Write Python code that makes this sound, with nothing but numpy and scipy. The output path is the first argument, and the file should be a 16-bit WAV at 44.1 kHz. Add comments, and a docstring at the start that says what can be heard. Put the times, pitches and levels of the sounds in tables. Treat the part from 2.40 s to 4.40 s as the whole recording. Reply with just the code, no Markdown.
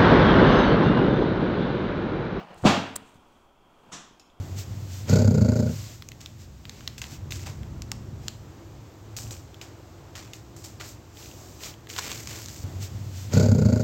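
"""The cushion section of a padded treatment table gives way and lands with a heavy thump, its frame
clattering and ringing in a bare room. Hands press on the patient lying on it, rubbing the clothing.
Cloth scrapes close by, then a softer, brighter thump and two small clicks follow over quiet room noise.
Knocks are pressure pulses, the ring is damped sines, clatter and cloth are shaped noise."""
import sys
import numpy as np
from scipy import signal
from scipy.fft import rfft, irfft
from scipy.io import wavfile
from scipy.ndimage import uniform_filter1d

SR = 44100
rng = np.random.default_rng(int(sys.argv[2]) if len(sys.argv) > 2 else 0)


def unload_wav(signal):
    """Save mono or channel-first audio to the path in sys.argv[1] as 16-bit WAV at rate SR, clipped to [-1, 1]."""
    wavfile.write(
        sys.argv[1],
        SR,
        np.round(np.clip(np.atleast_2d(signal).T, -1, 1) * 32767).astype(np.int16),
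    )


N = 88200
TIME = np.arange(N) / SR


def amp(db):
    """Decibels to gain."""
    return 10 ** (np.asarray(db) / 20)


def at_hz(points, hz):
    """Table value on a log-frequency axis."""
    point_hz, value = np.transpose(points)
    return np.interp(np.log(hz + 1), np.log(point_hz + 1), value)


def noise(spectrum, ripple_db=0, ripple_step_hz=22.23):
    """Unit-RMS coloured noise; random spectral ripple gives narrow resonances."""
    hz = np.fft.rfftfreq(N, 1 / SR)
    ripple = np.interp(hz / ripple_step_hz, np.arange(4096), rng.standard_normal(4096)) * hz / (hz + 400)
    gain = amp(at_hz(spectrum, hz) + ripple_db * ripple)
    x = irfft(rfft(rng.standard_normal(N)) * gain, N)
    return x / x.std()


def add(mix, start_s, sound):
    """Mixes a sound in at start_s."""
    part = mix[max(round(start_s * SR), 0):][:len(sound)]
    part += sound[:len(part)]


# Room decay. Each row: frequency in Hz, T60 in seconds.
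ROOM_T60_S = [(60, 0.45), (250, 0.6), (800, 0.56), (1800, 0.67), (3200, 0.62), (6000, 0.5), (10000, 0.39),
              (16000, 0.49)]

def room_decay(x, t60_scale=1):
    """Each band dies away over the room's T60 times t60_scale."""
    hz, t, bands = signal.stft(x, SR, nperseg=512)
    t60_s = t60_scale * at_hz(ROOM_T60_S, hz)[:, None]
    return signal.istft(bands * amp(-60 * t / t60_s), SR, nperseg=512)[1][:N]


def reverb(x, rise_s=0.0022):
    """Diffuse reflections: a noise tail of unit energy."""
    tail = room_decay(rng.standard_normal(N)) * (1 - np.exp(-(TIME / rise_s) ** 2))
    return signal.fftconvolve(x, tail / np.linalg.norm(tail))[:N]


# Room noise colour. Each row: frequency in Hz, relative density in dB.
AIR_SPECTRUM = [(20, 5), (40, -7.5), (65, 1.5), (90, -1.5), (120, -8), (250, -2), (360, -2.5), (500, -7),
                (1000, -5), (1350, -8.5), (1800, -23), (2300, -18), (2650, -17), (2900, -22.5),
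                (3250, -12.5), (3800, -28), (5500, -27), (7200, -29), (10000, -36), (15500, -35)]
# Room noise drift. Each row: time in seconds, level offset in dB.
AIR_DRIFT_DB = [(0, 0.5), (.92, 2.4), (1.15, -1), (1.55, 2.5), (2, 0)]

def room_noise(level_db=-60):
    """Low, steady noise drifting slowly in level."""
    return noise(AIR_SPECTRUM, ripple_db=2.0) * amp(level_db + np.interp(TIME, *np.transpose(AIR_DRIFT_DB)))


# Rub and swish envelopes. Each row: time in seconds, level in dB.
RUB_DB = [(0, -38.5), (.05, -46.5), (.08, -51.5), (.115, -45.5), (.2, -55.5), (.3, -41), (.7, -68.5),
          (1.2, -71.5), (1.42, -64), (1.51, -59), (1.62, -74), (2, -72)]
SWISH_DB = [(0, -81), (.15, -73), (.178, -56), (.21, -58.5), (.23, -53.5), (.6, -68.5), (.69, -60),
            (.72, -66), (.755, -61), (.785, -75.5), (1.0, -74), (1.22, -96.5), (1.36, -75.5), (1.5, -72),
            (1.9, -96), (2, -81)]
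# Rub and swish colours. Each row: frequency in Hz, relative density in dB.
RUB_SPECTRUM = [(40, -25.5), (100, -14), (170, 7), (260, -5.5), (420, -2.5), (820, 3.5), (1150, -6),
                (1400, -6.5), (1750, -9.5), (2100, -15), (2950, -11), (3300, -21.5), (4500, -22),
                (7000, -36), (10000, -59.5), (15500, -51)]
SWISH_SPECTRUM = [(300, 10.5), (2000, -2.5), (3300, -0.5), (4300, -1), (5200, -6), (6200, -1.5), (7900, 0),
                  (9000, -6.5), (10000, -13.5), (15500, -15)]

def clothing():
    """Friction catches and releases under the hands: a dull rub and a light swish."""
    out = np.zeros(N)
    for envelope, spectrum, grain_db in (RUB_DB, RUB_SPECTRUM, 1.8), (SWISH_DB, SWISH_SPECTRUM, 1.5):
        grain = uniform_filter1d(rng.standard_normal(N), size=200)
        level_db = np.interp(TIME, *np.transpose(envelope)) + grain_db * grain / grain.std()
        out += noise(spectrum) * amp(level_db)
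    return out


# Cloth slips. Each row: centre in seconds, level in dB, Gaussian width in seconds.
CLOTH_SLIPS = [(.145, -53.5, 0.00077), (0.56, -30, 0.0018), (0.5628, -26, 0.00077), (0.5654, -34.5, 0.0014),
               (0.5707, -41, 0.00068)]
# Slip colour. Each row: frequency in Hz, relative density in dB.
SLIP_SPECTRUM = [(100, -22), (700, -5.5), (1250, -10.5), (1650, -3), (2500, -29), (3600, -4.5), (4400, -12),
                 (5300, -9), (5900, -15.5), (7500, 1.5), (9000, -1), (10500, -15), (15500, -10)]

def cloth_slips():
    """Cloth slips close by in short, nearly dry bursts of friction noise."""
    envelope = sum(amp(db) * np.exp(-.5 * ((TIME - centre_s) / width_s) ** 2)
                   for centre_s, db, width_s in CLOTH_SLIPS)
    slips = noise(SLIP_SPECTRUM) * envelope
    return slips + amp(-29) * reverb(slips)


# Faint padding bumps. Each row: centre in seconds, peak in dB, contact time in seconds.
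PADDING_BUMPS = [(.17, -47.5, 0.0017), (.5585, -44, 0.0023), (.758, -47.5, 0.0015), (1.492, -51.5, 0.0013),
                 (1.712, -46.5, 0.00076)]

def padded_contacts(rows):
    """Each contact pushes the air and draws it back; longer contacts are duller."""
    out = np.zeros(N)
    for centre_s, db, contact_s in rows:
        u = (TIME - centre_s) / contact_s
        out -= amp(db) * u * np.exp((1 - u ** 2) / 2)
    return out


# Cushion knocks. Each row: centre in seconds, level before filtering in dB, contact time in seconds.
CUSHION_KNOCKS = [(.2345, -19.5, 0.0026), (.238, -25, 0.00021), (.2435, -18, 0.00049),
                  (.2515, -12.5, 0.00047), (.2549, -8, 0.001), (.2595, -23.5, 0.0023),
                  (.2695, -13.5, 0.0004), (.294, -22, 0.0012)]

def cushion_knocks(cut_hz=121, board_hz=187, board_q=3.2, board_db=6):
    """The section unlatches and lands; the board under the padding booms with each knock."""
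    highpass = signal.butter(3, cut_hz, "high", fs=SR, output="sos")
    pulses = signal.sosfilt(highpass, padded_contacts(CUSHION_KNOCKS))
    boom = signal.lfilter(*signal.iirpeak(board_hz, board_q, fs=SR), pulses)
    knocks = pulses + amp(board_db) * boom
    return knocks + amp(-9) * reverb(knocks)


# Landing and softer thump colours. Each row: frequency in Hz, relative density in dB.
LANDING_SPECTRUM = [(30, -12), (50, -20), (78, -26.5), (100, -8.5), (130, -19), (190, -1.5), (290, -2.5),
                    (420, -9.5), (540, -4), (720, -0.5), (1150, -6.5), (1900, -14), (2700, -11.5),
                    (3700, -14.5), (5000, -19), (7000, -20.5), (8800, -32.5), (10000, -37.5),
                    (15500, -47.5)]
SOFT_SPECTRUM = [(40, -25.5), (180, 5.5), (400, -8.5), (1200, 0.5), (2300, -10), (3500, -4), (4600, -10.5),
                 (6000, -2.5), (7500, -4), (9500, -23.5), (15500, -40)]

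def thump(spectrum, gain_db, bass_rise_s, treble_rise_s, split_hz, accent_s, t60_scale):
    """Dense clatter fills the room: bass first, treble building after it."""
    clatter = room_decay(noise(spectrum, ripple_db=1.5), t60_scale)
    bass = signal.sosfiltfilt(signal.butter(2, split_hz, fs=SR, output="sos"), clatter)
    bass_swell = bass * (1 - np.exp(-(TIME / bass_rise_s) ** 3))
    treble_swell = (clatter - bass) * (1 - np.exp(-(TIME / treble_rise_s) ** 3))
    accent = 1 + 0.3 * np.exp(-(TIME / accent_s) ** 2)
    return amp(gain_db) * (bass_swell + treble_swell) * accent


# Frame and cushion modes. Each row: frequency in Hz, relative level in dB, T60 in seconds.
FRAME_MODES = [(97.2, -3.5, 0.67), (138.8, -3.5, .55), (194, -5, .48), (211, -7.5, 0.72),
               (274.4, -0.5, 0.69), (348, 1, 0.41), (442.3, -10, 0.76), (564.5, -4.5, 0.31),
               (580, -6.5, 0.47), (689, -3.5, 0.41), (800, -11, 0.33), (954, -15.5, 1), (1186, -3, .33)]

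def frame_ring(gain_db=-24, rise_s=0.0033):
    """The struck frame rings in damped modes of alternating sign."""
    ring = sum(amp(db - 60 * TIME / t60_s) * np.sin(2 * np.pi * hz * TIME) * (-1) ** k
               for k, (hz, db, t60_s) in enumerate(FRAME_MODES))
    return amp(gain_db) * ring * np.minimum(TIME / rise_s, 1)


# Fitting clicks. Each row: time in seconds, tick in dB, ring in Hz, ring in dB, ring 1/e time in seconds.
FITTING_CLICKS = [(1.798, -47.5, 2630, -58, 0.0093), (1.902, -73.5, 3390, -51, 0.0016)]
# Tick colour. Each row: frequency in Hz, relative density in dB.
TICK_SPECTRUM = [(300, -10), (1500, -13), (2600, -1), (4000, -5), (5250, 5.5), (6100, -1.5), (7000, 5.5),
                 (7600, -10), (8600, -19), (12500, -15.5), (15500, -22)]

def fitting_clicks(tick_decay_s=0.0064, lead_s=0.001):
    """Small fittings click: a noise tick and one brief ringing mode each."""
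    clicks = np.zeros(N)
    for time_s, tick_db, ring_hz, ring_db, ring_decay_s in FITTING_CLICKS:
        tick = amp(tick_db) * noise(TICK_SPECTRUM) * np.exp(-TIME / tick_decay_s)
        ring = amp(ring_db) * np.sin(2 * np.pi * ring_hz * TIME) * np.exp(-TIME / ring_decay_s)
        add(clicks, time_s - lead_s, tick + ring)
    return clicks + amp(-4) * reverb(clicks)


def scene():
    """Mono mix of cloth, room and table."""
    mix = clothing() + room_noise() + padded_contacts(PADDING_BUMPS) + cushion_knocks()
    add(mix, 0.235, thump(LANDING_SPECTRUM, gain_db=-14, bass_rise_s=0.014, treble_rise_s=0.029,
                          split_hz=680, accent_s=0.14, t60_scale=0.96))
    add(mix, 0.25, frame_ring())
    add(mix, 1.511, thump(SOFT_SPECTRUM, gain_db=-38, bass_rise_s=0.0086, treble_rise_s=0.015,
                          split_hz=1200, accent_s=0.096, t60_scale=0.98))
    return (mix + cloth_slips() + fitting_clicks())[None]


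def record(dry):
    """Steep low-pass at 15750 Hz."""
    lowpass = signal.firwin(511, 15750, window=("kaiser", 9), fs=SR)
    return signal.oaconvolve(dry, lowpass[None], "same")


dry = scene()
out = record(dry)
unload_wav(out)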